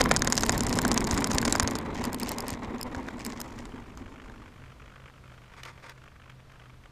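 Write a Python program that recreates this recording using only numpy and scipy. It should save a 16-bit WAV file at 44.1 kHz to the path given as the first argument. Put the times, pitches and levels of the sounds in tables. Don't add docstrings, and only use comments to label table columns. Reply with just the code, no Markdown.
import sys
import numpy as np
from scipy import signal
from scipy.fft import rfft, irfft, next_fast_len
from scipy.io import wavfile
from scipy.ndimage import map_coordinates

SR = 44100
rng = np.random.default_rng(int(sys.argv[2]) if len(sys.argv) > 2 else 0)


def int16_out(signal):
    q = np.round(np.clip(np.atleast_2d(signal).T, -1, 1) * 32767)
    wavfile.write(sys.argv[1], SR, q.astype(np.int16))


N = 304731


# [t/s, airframe drumming level/dB, low rumble level/dB, grit hiss level/dB]
ROLLING_LEVELS = [(0, -30, -31.5, -54), (.1, -33, -34, -65), (.25, -36, -36, -60), (.42, -34, -37, -51),
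                  (.58, -32, -35.5, -52.5), (.88, -30.5, -36.5, -53.5), (1.2, -30, -39.5, -50),
                  (1.45, -32.5, -36.5, -48.5), (1.65, -32.5, -40, -55), (1.82, -34.5, -44, -61),
                  (2.0, -36.5, -43.5, -69), (2.28, -37, -47, -53), (2.6, -39, -47, -68),
                  (2.95, -40, -49.5, -66), (3.4, -42, -49.5, -60), (3.9, -48, -51.5, -67.5),
                  (4.35, -49, -55, -68), (4.55, -56.5, -58, -83)]
# [f/Hz, width/Hz, level/dB]
AIRFRAME_MODES = [(195, 34.5, -10), (236, 26.6, 0.5), (264.2, 39.2, -1.5), (332, 80, -9), (441, 69, -12)]
# [f/Hz, width/Hz, level/dB]
SKIN_MODES = [(514, 58, 0), (634, 99, -4), (784, 84, -1), (920, 90, 1.5), (1068, 149, 0.5),
              (1600, 1160, -13.5), (1993, 373, -8)]
# [f/Hz, level/dB]
RUMBLE_SPECTRUM = [(12, -6.5), (25, 0), (60, -1), (110, -2.5), (160, -2), (230, -16), (500, -72)]
# [f/Hz, level/dB]
CRUNCH_SPECTRUM = [(150, -28.5), (350, 1.5), (520, 2.5), (680, 4.5), (850, 2), (1060, 1.5), (1270, -4.5),
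                   (1900, -1), (2300, -5.5), (2900, -15.5), (4000, -12.5), (8000, -77)]
# [f/Hz, level/dB]
GRIT_SPECTRUM = [(1500, -24), (2800, -5), (4300, -2), (5250, 1), (6000, -2), (7200, 1), (8500, -7),
                 (11000, -14), (15000, -19)]
TURNS_PER_S, STOP_S = 19.43, 5.013
OUT_OF_ROUND_DB, FIRST_TURN = -0.3, .14
LOUD_DB, CRUNCH_DB, CRUNCH_FOLLOWS = -31, -37, 1.04

# [f/Hz, level/dB]
AIR_SPECTRUM = [(22, -4.5), (60, 4), (100, -3.5), (160, -6), (260, -12), (420, -16), (560, -16.5),
                (750, -19), (1150, -18), (2400, -25), (4000, -29), (8000, -37), (11000, -41.5),
                (15000, -44.5)]

# [start t/s, end t/s, level/dB]
SERVO_HUNTS = [(4.35, 4.49, -55), (4.51, 4.59, -57), (4.59, 4.73, -54.5), (4.79, 5.11, -54.5),
               (5.13, 5.19, -57.5), (5.23, 5.35, -55.5), (5.37, 5.39, -55), (5.41, 5.55, -56.5),
               (5.77, 5.79, -52), (5.95, 5.99, -57.5), (6.01, 6.09, -54.5), (6.11, 6.13, -58),
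               (6.15, 6.17, -55.5), (6.19, 6.33, -56.5), (6.39, 6.41, -59.5), (6.49, 6.57, -56),
               (6.59, 6.67, -55.5), (6.69, 6.71, -54), (6.73, 6.75, -56), (6.83, 6.87, -56.5)]
# [t/s after the drive pulse, level/dB]
TWITCH_KICKS = [(-.0006, -4), (.001, 3), (.0024, -.5), (.0052, -2.5), (.0068, 0), (.012, -11)]
# [f/Hz, level/dB]
SERVO_SPECTRUM = [(150, -14.5), (450, -1), (580, 1.5), (850, -3), (1150, 6.5), (1400, 5.5), (1900, 0.5),
                  (2400, 0.5), (2800, -4.5), (3200, -4), (3900, -19.5), (7000, -20), (15000, -46.5)]
FRAMES_PER_S, FIRST_FRAME_S = 50.04, .002
STEERING_DB, STEERING_SHARE = -55, 0.74
TWITCH_SCATTER_DB = 1.7

# [t/s, snap level/dB, hollow knock level/dB, rebound level/dB]
GEAR_CLACKS = [(0.0095, -34, -15, -19), (0.0583, -46, -21, -50.5), (0.1128, -24, -13.5, -24),
               (0.1638, -19, -26.5, -24), (0.2208, -21, -22, -48), (0.2742, -21.5, -21, -43),
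               (0.3242, -18, -22, -26.5), (0.3779, -19.5, -28, -28), (0.4344, -22.5, -20.5, -33),
               (0.4944, -18, -20, -45), (0.5489, -44.5, -31, -45), (0.6071, -24, -28.5, -52),
               (0.6675, -28, -41, -46), (0.7283, -26, -32, -54), (0.7884, -23.5, -24, -44),
               (0.8506, -27, -24, -40), (0.916, -22.5, -22.5, -31), (0.9768, -20, -23, -33),
               (1.0429, -30, -37, -35), (1.1112, -24, -32, -57), (1.1765, -28.5, -26, -30.5),
               (1.2436, -22, -28.5, -42), (1.3154, -27, -29, -50), (1.3839, -19, -25, -48),
               (1.428, -43, -28, -49), (1.4526, -25, -23, -30.5), (1.4795, -28.5, -23.5, -40),
               (1.5252, -18, -25.5, -43), (1.5532, -30.5, -20.5, -49), (1.5983, -18.5, -21, -27.5),
               (1.6259, -36.5, -27.5, -50), (1.6755, -25, -28.5, -32.5), (1.754, -31, -30, -37),
               (2.0125, -45, -35, -55), (2.9479, -49, -34, -46), (3.086, -51, -33, -62),
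               (3.6546, -48, -41.5, -60), (3.974, -49.5, -43, -60), (4.298, -72, -44.5, -75)]
# [f/Hz, level/dB]
SNAP_SPECTRUM = [(500, -72.5), (2500, -6), (3800, -4.5), (5250, 3), (5900, 0), (6700, 7.5), (7900, -4),
                 (9500, -6.5), (11500, -19.5), (15000, -29.5)]
# [f/Hz, level/dB]
KNOCK_SPECTRUM = [(80, -9), (250, -0.5), (600, 3), (1000, -5.5), (1250, 2), (1600, 6), (2100, -4.5),
                  (2800, -14), (4000, -13), (9000, -51.5)]
# [f/Hz, level/dB]
THUMP_SPECTRUM = [(90, -16), (220, 0), (330, -6), (450, -2.5), (650, -5.5), (900, -5), (1100, 1.5),
                  (2200, -35.5)]
# [f/Hz, level/dB, t60/s]
HULL_MODES = [(446, -8, 0.039), (812, 3, 0.022), (982, 9, 0.023), (1470, 5, 0.018), (1602, -1, 0.0218),
              (2147, 1, 0.014), (3165, -12, 0.032), (3680, -3.5, 0.018)]
REBOUND_S, REBOUND_KNOCK_DB = .0048, -7
SHIFT_DB = 0.42

# [t/s, level/dB]
SURFACE_DIPS = [(0.03, -21), (0.642, -21.5), (1.132, -17.5), (1.342, -19), (1.628, -18.5), (2.52, -27.5),
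                (2.679, -31), (2.964, -32), (3.957, -37)]
# [f/Hz, level/dB]
THUD_SPECTRUM = [(20, -16), (45, 6.5), (110, -1), (200, -14), (500, -58)]

# [t/s, level/dB]
METAL_TICKS = [(0.0399, -31), (0.092, -35), (0.14, -37), (0.1934, -36), (0.2466, -32), (0.301, -33),
               (0.3537, -32), (0.4084, -30), (0.464, -30.5), (0.521, -32.5), (0.5787, -27), (0.6348, -32),
               (0.694, -32.5), (0.755, -34.5), (0.817, -30), (0.8796, -28), (0.943, -30), (1.0064, -31.5),
               (1.072, -31.5), (1.1422, -34.5), (1.2062, -36), (1.2723, -31.5), (1.348, -31),
               (1.4155, -30.5), (1.5592, -31), (1.6305, -31.5), (1.7098, -33), (1.787, -35.5), (2.04, -34),
               (2.0524, -32.5), (2.1304, -34), (2.1452, -32.5), (2.199, -33.5), (2.2317, -30.5),
               (2.2914, -30.5), (2.3173, -32), (2.384, -31), (2.4049, -32.5), (2.4818, -32.5),
               (2.5042, -33.5), (2.8124, -33.5), (2.83, -32), (3.2495, -34.5), (3.264, -33), (3.4031, -35),
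               (3.4146, -32.5), (3.974, -52)]
# [f/Hz, level/dB, t60/s]
METAL_MODES = [(4570, -6, 0.019), (5310, 1, 0.011), (5370, 6.5, 0.0077), (7550, -3.5, 0.011),
               (8770, -1.5, 0.0081), (10360, -17.5, 0.0145), (12600, -13.5, 0.0056), (13670, -8, 0.01)]
# [f/Hz, level/dB]
BUZZ_SPECTRUM = [(500, -11.5), (1600, -5.5), (2300, -10.5), (3300, -14), (4300, -5.5), (5100, 5.5),
                 (6200, -2.5), (7400, 1.5), (8600, -3.5), (11000, -4), (13500, -3.5), (15000, -9)]
BUZZ_S = 0.00073

# [t/s, airframe level/dB, skin level/dB]
ASPHALT_LUMPS = [(0.07, -27, -45), (0.775, -27.5, -35), (0.858, -26, -38), (0.909, -26, -31),
                 (1.042, -32, -44), (1.355, -28.5, -31.5), (1.478, -27.5, -43), (1.662, -29, -54),
                 (1.893, -32, -43), (2.016, -33.5, -43), (2.053, -42, -37.5), (2.084, -31, -46),
                 (2.231, -29, -40), (2.32, -39, -35.5), (2.397, -52, -38.5), (2.438, -42, -44),
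                 (2.5, -38, -41), (2.642, -40, -45), (2.718, -36.5, -64), (2.748, -36, -42),
                 (2.869, -34.5, -39), (2.979, -45, -44), (3.005, -37, -44.5), (3.283, -37, -44),
                 (3.595, -58, -47), (3.752, -43, -53), (3.796, -48, -47.5), (4.021, -42.5, -55),
                 (4.308, -46, -55)]
BUMP_S = 0.017

# [t/s, level/dB]
PEBBLE_CRACKS = [(0.5385, -52), (0.6483, -42), (0.7686, -39), (0.8275, -39), (1.1283, -39), (1.147, -34),
                 (1.335, -34), (1.5093, -39), (1.949, -44.5), (2.285, -40), (2.53, -41), (2.783, -47),
                 (3.194, -47), (3.301, -45), (3.5892, -48)]

# [start t/s, end t/s, level/dB]
TYRE_SCRUBS = [(1.94, 2.0, -48), (2.01, 2.08, -44.5), (2.2, 2.34, -45.5), (2.46, 2.55, -47),
               (2.635, 2.655, -47.5), (3.19, 3.28, -49), (3.295, 3.33, -47), (3.355, 3.385, -53),
               (3.58, 3.61, -51.5)]
# [f/Hz, level/dB]
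SCRUB_SPECTRUM = [(600, -12), (1200, -5), (1900, 14), (2800, 8.5), (3800, 4.5), (5250, 5), (6200, 6),
                  (7200, 3.5), (8500, -5), (11000, -15), (15000, -20)]

# [t/s, level/dB]
HUM_LEVEL = [(4.5, -72), (4.6, -51), (4.7, -53), (4.78, -65), (4.83, -54), (4.88, -59), (4.93, -52.5),
             (5.03, -53), (5.15, -63), (5.29, -50.5), (5.41, -52), (5.5, -61), (5.62, -51.5), (5.8, -57),
             (6.04, -55), (6.17, -66), (6.34, -51), (6.42, -59), (6.73, -54), (6.86, -62)]
HUM_HZ = 126.3

# [start t/s, end t/s, level/dB]
SERVO_RUNS = [(5.52, 5.81, -59.5), (5.569, 5.611, -50.5), (5.651, 5.69, -48), (5.69, 5.716, -52),
              (5.828, 5.923, -48.5)]
# [f/Hz, level/dB]
MESH_SPECTRUM = [(150, -18), (500, 1.5), (800, -7), (1160, 1), (1400, 1), (2350, 0), (2800, -12),
                 (5200, -12.5), (8000, -24), (15000, -34)]
# [f/Hz, width/Hz, level/dB]
LINKAGE_MODES = [(928, 38, 5), (1163, 40, 5.5), (1530, 54, -2), (2060, 150, -7), (2440, 140, -7),
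                 (3430, 170, -10), (4870, 230, -16), (6700, 160, -16), (8400, 350, -21)]
# [t/s, level/dB]
SERVO_SKIPS = [(5.633, -38.5), (5.652, -43.5), (5.895, -42.5), (6.039, -57), (6.299, -52.5), (6.519, -57)]
# [t/s after its start, level/dB]
SKIPPED_TEETH = [(0, -4.5), (.0015, -1.5), (.0034, -5)]
# [f/Hz, level/dB]
TOOTH_SPECTRUM = [(400, -6.5), (1200, -3), (1800, 4), (2500, -1.5), (3200, 2), (4300, -8), (5400, -4),
                  (8000, -15), (14500, -20)]

TOP_HZ = 14700


def amp(db):
    return 10 ** (np.asarray(db) / 20)


def unit(x):
    return x / np.sqrt(np.mean(x ** 2) + 1e-20)


def curves(rows):
    s, *columns = np.transpose(rows)
    return [np.interp(np.arange(N) / SR, s, column) for column in columns]


def wobble(rate):
    knots = rng.standard_normal(int(N * rate / SR) + 4)
    return map_coordinates(knots, [np.arange(N) * rate / SR])


def colour(x, spectrum, size=4096):
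    hz, db = np.transpose(spectrum)
    grid = np.fft.rfftfreq(size, 1 / SR)
    gain = amp(np.interp(np.log(grid + 1), np.log(hz), db))
    cepstrum = irfft(np.log(gain))
    cepstrum[1:size // 2] *= 2
    cepstrum[size // 2 + 1:] = 0
    impulse = irfft(np.exp(rfft(cepstrum)))
    return signal.fftconvolve(x, impulse)[:len(x)]


def shifted(spectrum, spread_db):
    factor = amp(rng.normal(0, spread_db))
    return [(hz * factor, db) for hz, db in spectrum]


def filtered(x, response):
    m = next_fast_len(N + SR // 2)
    return irfft(rfft(x, m) * response(np.fft.rfftfreq(m, 1 / SR)), m)[:N]


def resonate(x, modes):
    def response(f):
        total = 0
        for k, (centre, width, db) in enumerate(modes):
            damping = 1j * f * width
            total = total + (-1) ** k * amp(db) * damping / (centre * centre - f * f + damping)
        return total
    return filtered(x, response)


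def strike(modes, t):
    ring = 0
    for hz, db, t60 in modes:
        level_db = db + rng.normal(0, 2.53) - 60 * t / t60
        ring = ring + amp(level_db) * np.sin(2 * np.pi * hz * t)
    return ring


def contact(t60, scatter, size=1400):
    chatter = rng.standard_normal(size) * amp(-60 * np.arange(size) / SR / t60)
    blow = scatter * chatter / np.linalg.norm(chatter)
    blow[0] -= 1
    return blow


def stones(rate, spread_db, smooth):
    met = rng.random(N) < rate / SR
    hits = met * rng.choice([-1, 1], N) * amp(spread_db * rng.uniform(-0.99, 1, N))
    return unit(unit(hits) + smooth * rng.standard_normal(N))


def add(track, s, sound, db):
    sound = sound * np.sqrt(.003 * SR / np.sum(sound ** 2))
    part = track[max(round(s * SR), 0):][:len(sound)]
    part += amp(db) * sound[:len(part)]


def spells(rows, edge):
    t = np.arange(N) / SR
    gain = 0
    for start, end, db in rows:
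        gain = gain + amp(db) * np.clip(np.minimum(t - start, end - t) / edge + .5, 0, 1)
    return gain


def wheels():
    drum_db, rumble_db, grit_db = curves(ROLLING_LEVELS)
    crunch_db = CRUNCH_DB + CRUNCH_FOLLOWS * (drum_db - LOUD_DB)
    speed = np.clip(1 - np.arange(N) / SR / STOP_S, .001, 1)
    turns = np.cumsum(TURNS_PER_S * speed) / SR - FIRST_TURN
    press_db = OUT_OF_ROUND_DB * np.cos(2 * np.pi * turns) + 1.13 * wobble(14)
    patches = np.tanh(wobble(130))
    rate = 400 + 700 * speed

    profile = colour(rng.standard_normal(N), RUMBLE_SPECTRUM)
    shaking = map_coordinates(profile, [np.cumsum(.6 + .9 * speed)], mode="wrap", order=1)
    rumble = amp(rumble_db + 3.0) * unit(shaking)
    drum = amp(drum_db - 2.0) * unit(resonate(stones(rate=rate, spread_db=3, smooth=0.93), AIRFRAME_MODES))

    skin_hits = stones(rate=rate, spread_db=7.0, smooth=0.27) * amp(2.7 * patches)
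    skin = unit(resonate(skin_hits, SKIN_MODES))
    broad_hits = stones(rate=rate, spread_db=4.5, smooth=0.44) * amp(8.9 * patches)
    broad = unit(colour(broad_hits, CRUNCH_SPECTRUM))
    crunch = amp(crunch_db + press_db) * unit(skin + amp(-4.5 + 7.5 * speed) * broad)

    clumps = amp(11.0 * patches + 4.4 * speed * np.tanh(wobble(260)))
    hiss = unit(clumps * colour(stones(rate=4 * rate, spread_db=7.0, smooth=0.54), GRIT_SPECTRUM))

    flicks = np.abs(stones(rate=110 * speed, spread_db=6.0, smooth=0))
    bursts = signal.lfilter([1], [1, -np.exp(-1 / (0.00157 * SR))], flicks)
    chips = unit(colour(bursts * rng.standard_normal(N), GRIT_SPECTRUM))
    grit = amp(grit_db + press_db) * (amp(-2.5) * hiss + amp(4) * speed * chips)

    fade = np.minimum(speed / 0.068, 1)
    return fade * (rumble + drum + crunch + grit)


def air():
    return amp(-53.5 + 0.99 * wobble(4.1)) * unit(colour(rng.standard_normal(N), AIR_SPECTRUM))


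def twitches():
    out = np.zeros(N)
    for s in np.arange(FIRST_FRAME_S, N / SR, 1 / FRAMES_PER_S):
        steering = rng.random() < STEERING_SHARE and s < SERVO_HUNTS[0][0]
        levels = [STEERING_DB] if steering else [db for start, end, db in SERVO_HUNTS if start < s < end]
        change_db = rng.normal(0, TWITCH_SCATTER_DB)
        for db in levels:
            for delay, kick_db in TWITCH_KICKS:
                kick = colour(contact(t60=0.011, scatter=1.4), SERVO_SPECTRUM)
                kick_s = s + delay + rng.normal(0, .0003)
                add(out, kick_s, kick, db + change_db + kick_db + rng.normal(0, 1.9))
    return out


def clacks():
    out, t = np.zeros(N), np.arange(SR // 25) / SR
    lead = .007
    for s, snap_db, knock_db, rebound_db in GEAR_CLACKS:
        scuff = rng.standard_normal(len(t)) * np.exp(-((t - .005) / 0.0056) ** 2)
        add(out, s - lead, colour(scuff, KNOCK_SPECTRUM), knock_db - 11.5)

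        snap = colour(contact(t60=0.011, scatter=0.73), shifted(SNAP_SPECTRUM, SHIFT_DB))
        add(out, s, snap, snap_db + .5)
        add(out, s, colour(contact(t60=0.011, scatter=1.44), KNOCK_SPECTRUM), knock_db + .5)
        add(out, s, colour(contact(t60=0.012, scatter=0.98), THUMP_SPECTRUM), knock_db - 5)
        add(out, s, strike(HULL_MODES, t), knock_db)

        rebound = colour(contact(t60=0.007, scatter=2.0), shifted(SNAP_SPECTRUM, SHIFT_DB))
        add(out, s + REBOUND_S, rebound, rebound_db + .5)
        add(out, s + REBOUND_S, strike(HULL_MODES, t), rebound_db + REBOUND_KNOCK_DB)
    return out


def thuds():
    out = np.zeros(N)
    for s, db in SURFACE_DIPS:
        add(out, s, colour(contact(t60=0.062, scatter=0.91, size=4096), THUD_SPECTRUM), db)
    return out


def ticks():
    out, t = np.zeros(N), np.arange(SR // 30) / SR
    lead = .0006
    touch = np.exp(-((t - .0013) / BUZZ_S) ** 2) + amp(-17) * np.exp(-t / .0016)
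    for s, db in METAL_TICKS:
        buzz = rng.standard_normal(len(t)) * touch
        add(out, s - lead, signal.fftconvolve(strike(METAL_MODES, t), buzz), db - 5.0)
        add(out, s - lead, colour(buzz, shifted(BUZZ_SPECTRUM, SHIFT_DB)), db + 1)
    return out


def bumps():
    t = np.arange(N) / SR
    boom, rattle = np.zeros(N), np.zeros(N)
    for s, airframe_db, skin_db in ASPHALT_LUMPS:
        near = np.abs(t - s) < .06
        load = np.exp(-((t[near] - s + 0.0034) / BUMP_S) ** 2)
        boom[near] += amp(airframe_db) * load
        rattle[near] += amp(skin_db) * load
    airframe = unit(resonate(stones(rate=900, spread_db=2, smooth=0.66), AIRFRAME_MODES))
    skin = unit(resonate(stones(rate=500, spread_db=7, smooth=0.36), SKIN_MODES))
    return amp(-1.5) * boom * airframe + amp(-0.7) * rattle * skin


def pebbles():
    out = np.zeros(N)
    for s, db in PEBBLE_CRACKS:
        add(out, s, colour(contact(t60=0.0072, scatter=4.5), shifted(GRIT_SPECTRUM, SHIFT_DB)), db)
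    return out


def scrubs(slip_hz=95, grip_db=10):
    phase = 2 * np.pi * np.cumsum(slip_hz * amp(2.1 * wobble(60))) / SR
    slips = amp(grip_db * np.cos(phase) + 6.6 * np.tanh(wobble(90)))
    grains = colour(stones(rate=1800, spread_db=8.5, smooth=0.37), SCRUB_SPECTRUM)
    return spells(TYRE_SCRUBS, edge=0.013) * unit(slips * grains)


def hum():
    db, = curves(HUM_LEVEL)
    phase = 2 * np.pi * np.cumsum(HUM_HZ + 1.72 * wobble(5.7)) / SR
    waver = amp(1.2 * wobble(8))
    tone = np.sin(phase) + amp(-19.0) * np.sin(2 * phase)
    return np.sqrt(2) * amp(db - 1.0) * waver * tone


def gears():
    skips = np.zeros(N)
    for s, db in SERVO_SKIPS:
        for delay, tooth_db in SKIPPED_TEETH:
            tooth = colour(contact(t60=0.011, scatter=1.1), TOOTH_SPECTRUM)
            add(skips, s + delay + rng.normal(0, .0002), tooth, db + tooth_db)
    rasp = stones(rate=2000, spread_db=1, smooth=0.36) * amp(4.0 * np.tanh(wobble(160)))
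    mesh = unit(colour(rasp, MESH_SPECTRUM))
    ring = unit(resonate(stones(rate=1200, spread_db=5, smooth=0.26), LINKAGE_MODES))
    return skips + spells(SERVO_RUNS, edge=0.014) * unit(mesh + amp(-1.5) * ring)


def scene():
    rolling = wheels() + clacks() + thuds() + ticks() + bumps() + pebbles() + scrubs()
    servo = twitches() + gears()
    return (rolling + servo + hum() + air())[None]


def record(dry):
    return np.array([filtered(x, lambda hz: 1 / np.sqrt(1 + (hz / TOP_HZ) ** 90)) for x in dry])


dry = scene()
out = record(dry)
int16_out(out)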